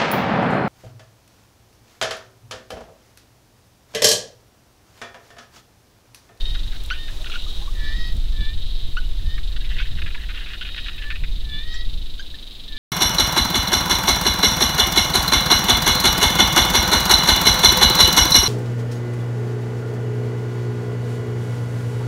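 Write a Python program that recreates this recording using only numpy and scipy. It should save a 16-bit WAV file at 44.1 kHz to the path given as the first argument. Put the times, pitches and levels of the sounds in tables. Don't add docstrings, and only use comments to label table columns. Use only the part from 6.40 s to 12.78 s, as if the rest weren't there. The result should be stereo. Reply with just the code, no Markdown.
import sys
import numpy as np
from scipy import signal
from scipy.fft import rfft, irfft
from scipy.io import wavfile
from scipy.ndimage import uniform_filter1d, map_coordinates

SR = 44100
rng = np.random.default_rng(int(sys.argv[2]) if len(sys.argv) > 2 else 0)


def materialize(psi):
    bounded = np.clip(np.atleast_2d(psi).T, -1, 1)
    quanta = np.round(bounded * 32767).astype(np.int16)
    wavfile.write(sys.argv[1], SR, quanta)


N = 281358
TIME = np.arange(N) / SR

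# start in seconds, length in seconds, level in dB, final pitch in Hz, roughness from 0 to 1, tilt in dB
SQUEAKS = [(0.507, 0.0281, -25.5, 1538, 0.14, -5.5), (0.859, 0.015, -40, 1450, 0.2, -4),
           (0.897, 0.0078, -36, 1400, 0.17, -2), (0.937, 0.012, -36, 1440, 0.2, -4),
           (.955, .013, -30.5, 1463, 0.1, -5), (2.568, 0.025, -28, 1495, 0.08, -7),
           (2.978, 0.014, -37, 1730, 0.6, -11), (3.214, .011, -47, 1690, 0.05, -9),
           (3.398, 0.0278, -33, 1622, 0.25, -6), (3.777, .015, -42.5, 1760, 0.3, -23),
           (4.213, 0.019, -36, 1530, .06, -8), (4.707, 0.015, -41, 1550, 0.15, -9),
           (5.338, .026, -38.5, 1900, 0.23, -1.5), (5.794, 0.0218, -36, 1640, .1, -2.5),
           (5.94, 0.013, -45, 1790, 0, -20)]
# start in seconds, length in seconds, relative level in dB, tilt in dB per octave.
RASPS = [(0.149, 0.017, -39.5, -25), (0.325, 0.043, -46.5, -32), (0.502, 0.0062, -27.5, 5),
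         (0.535, 0.033, -40, 0), (0.682, 0.021, -41, -14), (.844, .005, -33.5, -9), (0.868, .015, -37, 3),
         (.918, 0.06, -36, 6), (3.163, 0.015, -37.5, -12), (3.242, 0.027, -44, 4),
         (3.386, 0.048, -33.5, 11), (3.586, .016, -40, -20), (3.619, 0.0098, -31, -5),
         (3.662, 0.028, -36, -10.5), (3.705, .013, -40, -4), (3.747, 0.014, -34, -13),
         (3.89, 0.032, -37.5, -16), (3.944, 0.057, -42.5, -10), (3.975, 0.018, -36.5, -4),
         (4.007, 0.034, -40, -13), (4.06, .053, -39.5, -1), (4.135, .026, -36, -10), (4.211, .027, -32, -5),
         (4.249, 0.031, -36, 3), (4.289, 0.0091, -35, -7), (4.346, 0.0055, -32.5, -7),
         (4.378, 0.021, -31.5, -4), (4.462, 0.013, -36.5, -4), (4.483, 0.018, -32, -9),
         (4.58, 0.023, -38, 12), (4.622, 0.026, -37, -10), (4.704, 0.025, -30.5, -4),
         (4.757, 0.014, -36.5, -5), (4.837, .019, -36, 5)]
# start in seconds, length in seconds, level in dB, brightness in dB.
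DEEP_WHINES = [(1.33, 0.25, -45, -6), (1.91, .24, -48, 2), (4.54, 0.24, -46, -17), (5.022, .24, -49.5, 8.5),
               (6.266, 0.29, -46.5, 2)]
# the same four, then middle pitch in Hz, rise in Hz.
HIGH_WHINES = [(-.1, .34, -57, 12.5, 621.6, 50.5), (0.482, .25, -51.5, 2, 612, -6.5),
               (1.3, 0.32, -47.5, -4, 639, 10), (1.452, 0.301, -43.5, -5, 633.4, 13.5),
               (2.82, .18, -50, 0, 610, 43), (4.117, 0.53, -55.5, 5.5, 626, 36),
               (5.17, 0.3, -45, -1, 634.3, 30.5)]
# harmonic number, gain in dB.
DEEP_VOICE = [(2, -13.5), (3, 6.5), (4, -1.5), (5, -5), (6, 8), (7, -2), (8, -10.5), (9, -22)]
HIGH_VOICE = [(2, -15.5), (3, 3.5), (4, -14), (5, 0.5), (6, 8), (7, -2), (8, -5), (9, -15), (10, -18),
              (11, -29)]
# time in seconds, syllables per second.
TRILL_PACE = [(0.0, 21.29), (0.33, 24.0), (0.58, 21.56), (1.39, 22.61), (1.6, 25.71), (2.17, 23.07),
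              (2.52, 23.7), (3.42, 22.54), (3.52, 25.01), (3.73, 21.96), (4.31, 22.09), (4.92, 24.38),
              (5.08, 21.06), (5.42, 23.51), (5.78, 24.65), (6.38, 23.12)]
# start in seconds, length in seconds, relative level in dB,
# swell in dB per second.
BUZZES = [(.95, .34, -34.5, -21), (2.18, 0.36, -37.5, -17), (4.252, 0.265, -44, 34)]
# centre in Hz, width in Hz, gain in dB.
RASP_THROAT = [(1643, 340, 7.5), (1914, 600, 12.5), (2623, 700, 21), (3200, 540, 14.5)]
TRILL_BODY = [(3297, 370, 6.5), (3737, 393, 12.5), (4206, 130, 0)]
BUZZ_BODY = [(3400, 380, 3.3), (3763, 100, 11.6), (3930, 210, 4.6)]
# start in seconds, pitch in Hz, nominal length in seconds, level in dB.
BUBBLES = [(.795, 590, .038, -51.5), (0.83, 710, 0.016, -56), (1.062, 1165, .022, -51.5),
           (1.209, 786, .035, -54), (1.221, 996, .016, -51), (1.274, 1070, 0.021, -44),
           (3.752, 910, 0.015, -49)]
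# start in seconds, level in dB.
LEAF_TICKS = [(0.437, -45), (0.461, -45.5), (1.674, -52), (1.724, -50), (1.767, -49), (4.562, -53.5)]
# peak time in seconds, relative level in dB.
BUFFETS = [(1.599, -26), (1.758, -23.5), (1.999, -25.5), (2.144, -31.5), (2.289, -36), (2.479, -30.5),
           (2.847, -32.5), (3.359, -34.5), (3.549, -29.5), (3.649, -26.5), (4.829, -31.5), (5.149, -29.5)]
# time in seconds, relative level in dB.
TRILL_LEVEL = [(0, -37), (.3, -43), (.75, -51), (.9, -40), (1.25, -50), (1.5, -41), (1.8, -48.5),
               (2.05, -41.5), (2.75, -50), (3.15, -42), (3.8, -48), (4.3, -44), (4.8, -53), (4.95, -43.5),
               (6.2, -43), (6.38, -39.5)]
CHATTER_LEVEL = [(0, -47), (1.1, -58), (3.1, -53), (3.3, -36.5), (3.55, -41), (4.5, -38.5), (4.9, -57),
                 (5.15, -52), (5.7, -60)]
RUSTLE_LEVEL = [(0, -49), (.62, -50.5), (.72, -46), (1.2, -47), (2.1, -54.5), (4.2, -55), (6.38, -61)]
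BREEZE_LEVEL = [(0, -17.5), (.5, -24.5), (1.1, -22), (1.6, -17.5), (2.8, -18), (3.6, -19), (4.15, -29.5),
                (4.58, -27), (4.9, -18.5), (5.2, -24), (5.48, -17), (6.15, -37), (6.38, -25.5)]
# frequency in Hz, relative spectral density in dB.
CHORUS_EQ = [(1000, -67), (2000, -11.5), (2600, -5), (3200, 1), (3800, 8), (4500, -4.5), (5200, -9),
             (6500, -69), (9000, -57)]
LEAF_EQ = [(500, 9), (2000, 2), (5500, 3), (8000, -3), (12000, -8.5), (16000, -9)]
EDDY_EQ = [(5, 2), (14, 3.5), (22, 1.5), (32, -2), (50, -11), (70, -18.5), (100, -31), (160, -37.5),
           (400, -76.5)]
FLUTTER_EQ = [(30, -3.5), (70, 1.5), (100, -1.5), (160, -11), (300, -23.5), (800, -45), (3000, -80)]
BUFFET_EQ = [(30, -10), (70, 5.5), (110, -2), (180, -8.5), (280, -19), (450, -30), (800, -36), (3000, -78)]
AIR_EQ = [(30, -2), (120, 0), (300, 2.5), (500, -6), (900, -12.5), (2000, -14), (6000, -19), (16000, -27.5)]
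HISS_EQ = [(30, 22), (150, -3), (400, -2), (1000, 3.5), (4000, -5), (9000, 0), (16000, -1)]

DEEP_HZ, DEEP_RISE_HZ = 579, 15.8
DEEP_ARCH_HZ, HIGH_ARCH_HZ = -33.5, 3.98


def squeak(start, length, level_db, target_hz, rough, tilt_db):
    t = np.arange(0, length + .0026, 1 / SR)
    scoop = 6.7 * length * np.exp(-t / (.171 * length))
    hz = target_hz * (1 - scoop)
    cycles = np.cumsum(hz * (1 + .25 * rough * waver(t, 883))) / SR
    tone = sum(gain_of(tilt_db * (k - 1) - 3 * max(k - 2, 0)) * np.sin(2 * np.pi * k * cycles)
               for k in range(1, 5))
    rattle = 1 + rough * (np.cos(2 * np.pi * cycles / 3) + 1.1 * waver(t, 1540))
    gate = np.minimum(t / .0015, 1) * np.minimum((t[-1] - t) / .004, 1)
    decay = np.exp(-1.15 * t / length)
    return start, gain_of(level_db) * unit_rms(tone * rattle * gate * decay)


def rasp(start, length, level_db, tilt_db, snaps_per_s=370):
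    jitter, accent, variation = rng.standard_normal((3, 64))
    rate = snaps_per_s * np.exp(.15 * variation[-1])
    count = max(round(length * rate), 1)
    times = np.maximum(np.arange(count) + .09 * jitter[:count], 0) / rate
    throat = 0
    for k, (hz, width, db) in enumerate(RASP_THROAT):
        octaves = np.log2(hz / 2000)
        decay = np.exp(-(.66 + .75 * octaves) * times / length)
        snaps = clicks(times, unit_rms(decay * gain_of(1.5 * accent[:count])), count=4096)
        throat += ring(snaps, [(hz * (1 + .05 * variation[k]), width, db + tilt_db * octaves)])
    softened = unit_rms(signal.sosfilt(signal.butter(3, 4000, fs=SR, output="sos"), throat))
    return start, gain_of(level_db + 1) * softened * np.sqrt(length * SR / len(softened))


def whine(voice, arch_hz, start, length, level_db, bright_db, middle_hz, rise_hz):
    t = np.arange(0, length, 1 / SR)
    progress = t / length
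    hz = middle_hz + rise_hz * (progress - .5) - arch_hz * (2 * progress - 1) ** 2
    cycles = np.cumsum(hz * (1 + .0037 * waver(t, 166.7))) / SR
    swell = np.interp(progress, [0, .25, .5, .8, 1], [0, .4, 1, .85, 0])
    tone = 0
    for k, db in voice:
        lift_db = bright_db * np.interp(k, [3, 6, 7], [0, 1, .3])
        gain = gain_of(level_db + db + lift_db + .54 * waver(t, 37))
        envelope = swell ** max(k / 3, 1)
        grit = 1 + gain_of(-11.5) * waver(t, 301)
        tone += gain * envelope * grit * np.sin(2 * np.pi * (k * cycles + rng.random()))
    return max(start, 0), np.sqrt(2) * tone[t + start >= 0]


def trill(scrape_gap_s=.0023, climb_s=.0062, taper_s=.012):
    syllables = np.cumsum(curve(TRILL_PACE)) / SR
    onsets = .007 + np.interp(np.arange(int(syllables[-1]) + 1), syllables, TIME)
    jitter, accent = rng.standard_normal((len(onsets), 12, 2)).transpose(2, 0, 1)
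    offsets = (np.arange(12) + .29 * jitter) * scrape_gap_s
    times = (onsets[:, None] + offsets).ravel()
    body = 0
    for k, resonance in enumerate(TRILL_BODY):
        sizes = np.exp(-((offsets - k * climb_s) / taper_s) ** 2) * gain_of(1.2 * accent)
        body += ring(clicks(times, sizes.ravel()), [resonance])
    return gain_of(curve(TRILL_LEVEL)) * unit_rms(body)


def buzz(start, length, level_db, db_per_s, scrapes_per_s=150):
    t = np.arange(0, length, 1 / SR)
    strokes = np.floor(np.cumsum(scrapes_per_s * (1 + .32 * waver(t, 120))) / SR)
    scrapes = np.diff(strokes, prepend=0) * gain_of(1.5 * waver(t, 142))
    envelope = gain_of(level_db + db_per_s * t - 1.5) * signal.windows.tukey(len(t), .3)
    return start, envelope * unit_rms(ring(scrapes, BUZZ_BODY))


def bubble(start, hz, length, level_db, rise=.123):
    progress = np.arange(0, 1.5, 1 / (SR * length))
    tone = np.sin(2 * np.pi * np.cumsum(hz * (1 + rise * progress)) / SR)
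    envelope = np.minimum(progress / .33, 1) * np.exp(-2.2 * progress)
    return start, gain_of(level_db) * unit_rms(tone * envelope)


def leaf_tick(start, level_db, decay_s=.0029):
    t = np.arange(0, .012, 1 / SR)
    return start, gain_of(level_db) * unit_rms(rng.standard_normal(len(t)) * np.exp(-t / decay_s))


def far_chatter(snaps_per_s=600):
    snaps = rng.random(N) < snaps_per_s / SR
    clumps = gain_of(7 * np.minimum(waver(TIME, 55), 1.3))
    throats = ring(snaps * clumps, [(1895, 470, .49), (2740, 540, .52)])
    return gain_of(curve(CHATTER_LEVEL) - 5.5) * unit_rms(throats)


def far_chorus():
    return gain_of(-46 + 1.2 * waver(TIME, 60)) * noise(CHORUS_EQ)


def rustle():
    return gain_of(curve(RUSTLE_LEVEL) + waver(TIME, 37)) * noise(LEAF_EQ)


def wind(buffet_s=.034):
    breeze_db = curve(BREEZE_LEVEL)
    eddies = noise(EDDY_EQ)
    eddies /= np.sqrt(uniform_filter1d(eddies ** 2, size=4000))
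    rumble = gain_of(breeze_db) * eddies
    flutter_db = -41.5 + .75 * (breeze_db + 20.5)
    flutter = gain_of(flutter_db) * unit_rms(gain_of(2.8 * waver(TIME, 35))) * noise(FLUTTER_EQ)
    bumps = sum(gain_of(db - 3.5) * np.exp(-((TIME - peak) / buffet_s) ** 2) for peak, db in BUFFETS)
    return signal.windows.tukey(N, .004) * (rumble + flutter + bumps * noise(BUFFET_EQ))


def field_echo(calls):
    t = np.arange(0, .4, 1 / SR)
    stalks, edge = rng.standard_normal((2, len(t))) * (rng.random((2, len(t))) < 2000 / SR)
    stalks = stalks * (t > .003) * np.exp(-t / .025)
    edge = ring(edge * (t > .043) * np.exp(-t / .027), [(2900, 990, 0)])
    tail = gain_of(-17) * stalks / np.linalg.norm(stalks) + gain_of(-22) * edge / np.linalg.norm(edge)
    return calls + signal.fftconvolve(calls, tail)[:N]


def gain_of(db):
    return 10 ** (np.asarray(db) / 20)


def unit_rms(x):
    return x / np.sqrt(np.mean(x ** 2) + 1e-20)


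def curve(rows):
    return np.interp(TIME, *np.transpose(rows))


def waver(t, per_s):
    knots = rng.standard_normal(4096)
    return map_coordinates(knots, [(t - t[0]) * per_s], order=3, mode="wrap")


def noise(eq):
    hz, db = np.transpose(eq)
    bins_hz = np.fft.rfftfreq(N, 1 / SR)
    colour = gain_of(np.interp(np.log(bins_hz + 1), np.log(hz), db))
    return unit_rms(irfft(rfft(rng.standard_normal(N)) * colour, N))


def clicks(times, sizes, count=N):
    samples = np.clip(np.round(times * SR).astype(int), 0, count)
    return np.bincount(samples, sizes, count + 1)[:count]


def ring(x, body):
    rung = 0
    for hz, width, db in body:
        b, a = signal.iirpeak(hz, hz / (1.55 * width), SR)
        rung += gain_of(db) * signal.lfilter(b, a, signal.lfilter(b, a, x))
    return rung


def track(cues):
    mix = np.zeros(N)
    for start, sound in cues:
        slot = mix[round(start * SR):][:len(sound)]
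        slot += sound[:len(slot)]
    return mix


def scene():
    birds = track(squeak(*row) for row in SQUEAKS) + track(rasp(*row) for row in RASPS)
    birds = signal.sosfilt(signal.butter(5, 1150, "highpass", fs=SR, output="sos"), birds)
    frogs = track(whine(DEEP_VOICE, DEEP_ARCH_HZ, *row, DEEP_HZ, DEEP_RISE_HZ) for row in DEEP_WHINES)
    frogs += track(whine(HIGH_VOICE, HIGH_ARCH_HZ, *row) for row in HIGH_WHINES)
    buzzes = track(buzz(*row) for row in BUZZES)
    water = track(bubble(*row) for row in BUBBLES)
    ticks = track(leaf_tick(*row) for row in LEAF_TICKS)
    bed = far_chorus() + rustle()
    animals = field_echo(birds + far_chatter() + frogs) + buzzes + trill()
    air = gain_of(-50) * noise(AIR_EQ)
    mix = animals + water + ticks + bed + air + wind()
    right = gain_of(-10)
    return mix * np.array([[1], [right]]) * 2 / (1 + right)


def record(dry, cutoff_hz=15800):
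    hiss = gain_of(-55) * np.array([noise(HISS_EQ), noise(HISS_EQ)])
    lowpass = signal.firwin(511, cutoff_hz, window=("kaiser", 9), fs=SR)
    return signal.oaconvolve(dry + hiss, lowpass[None], "same")


dry = scene()
out = record(dry)
materialize(out)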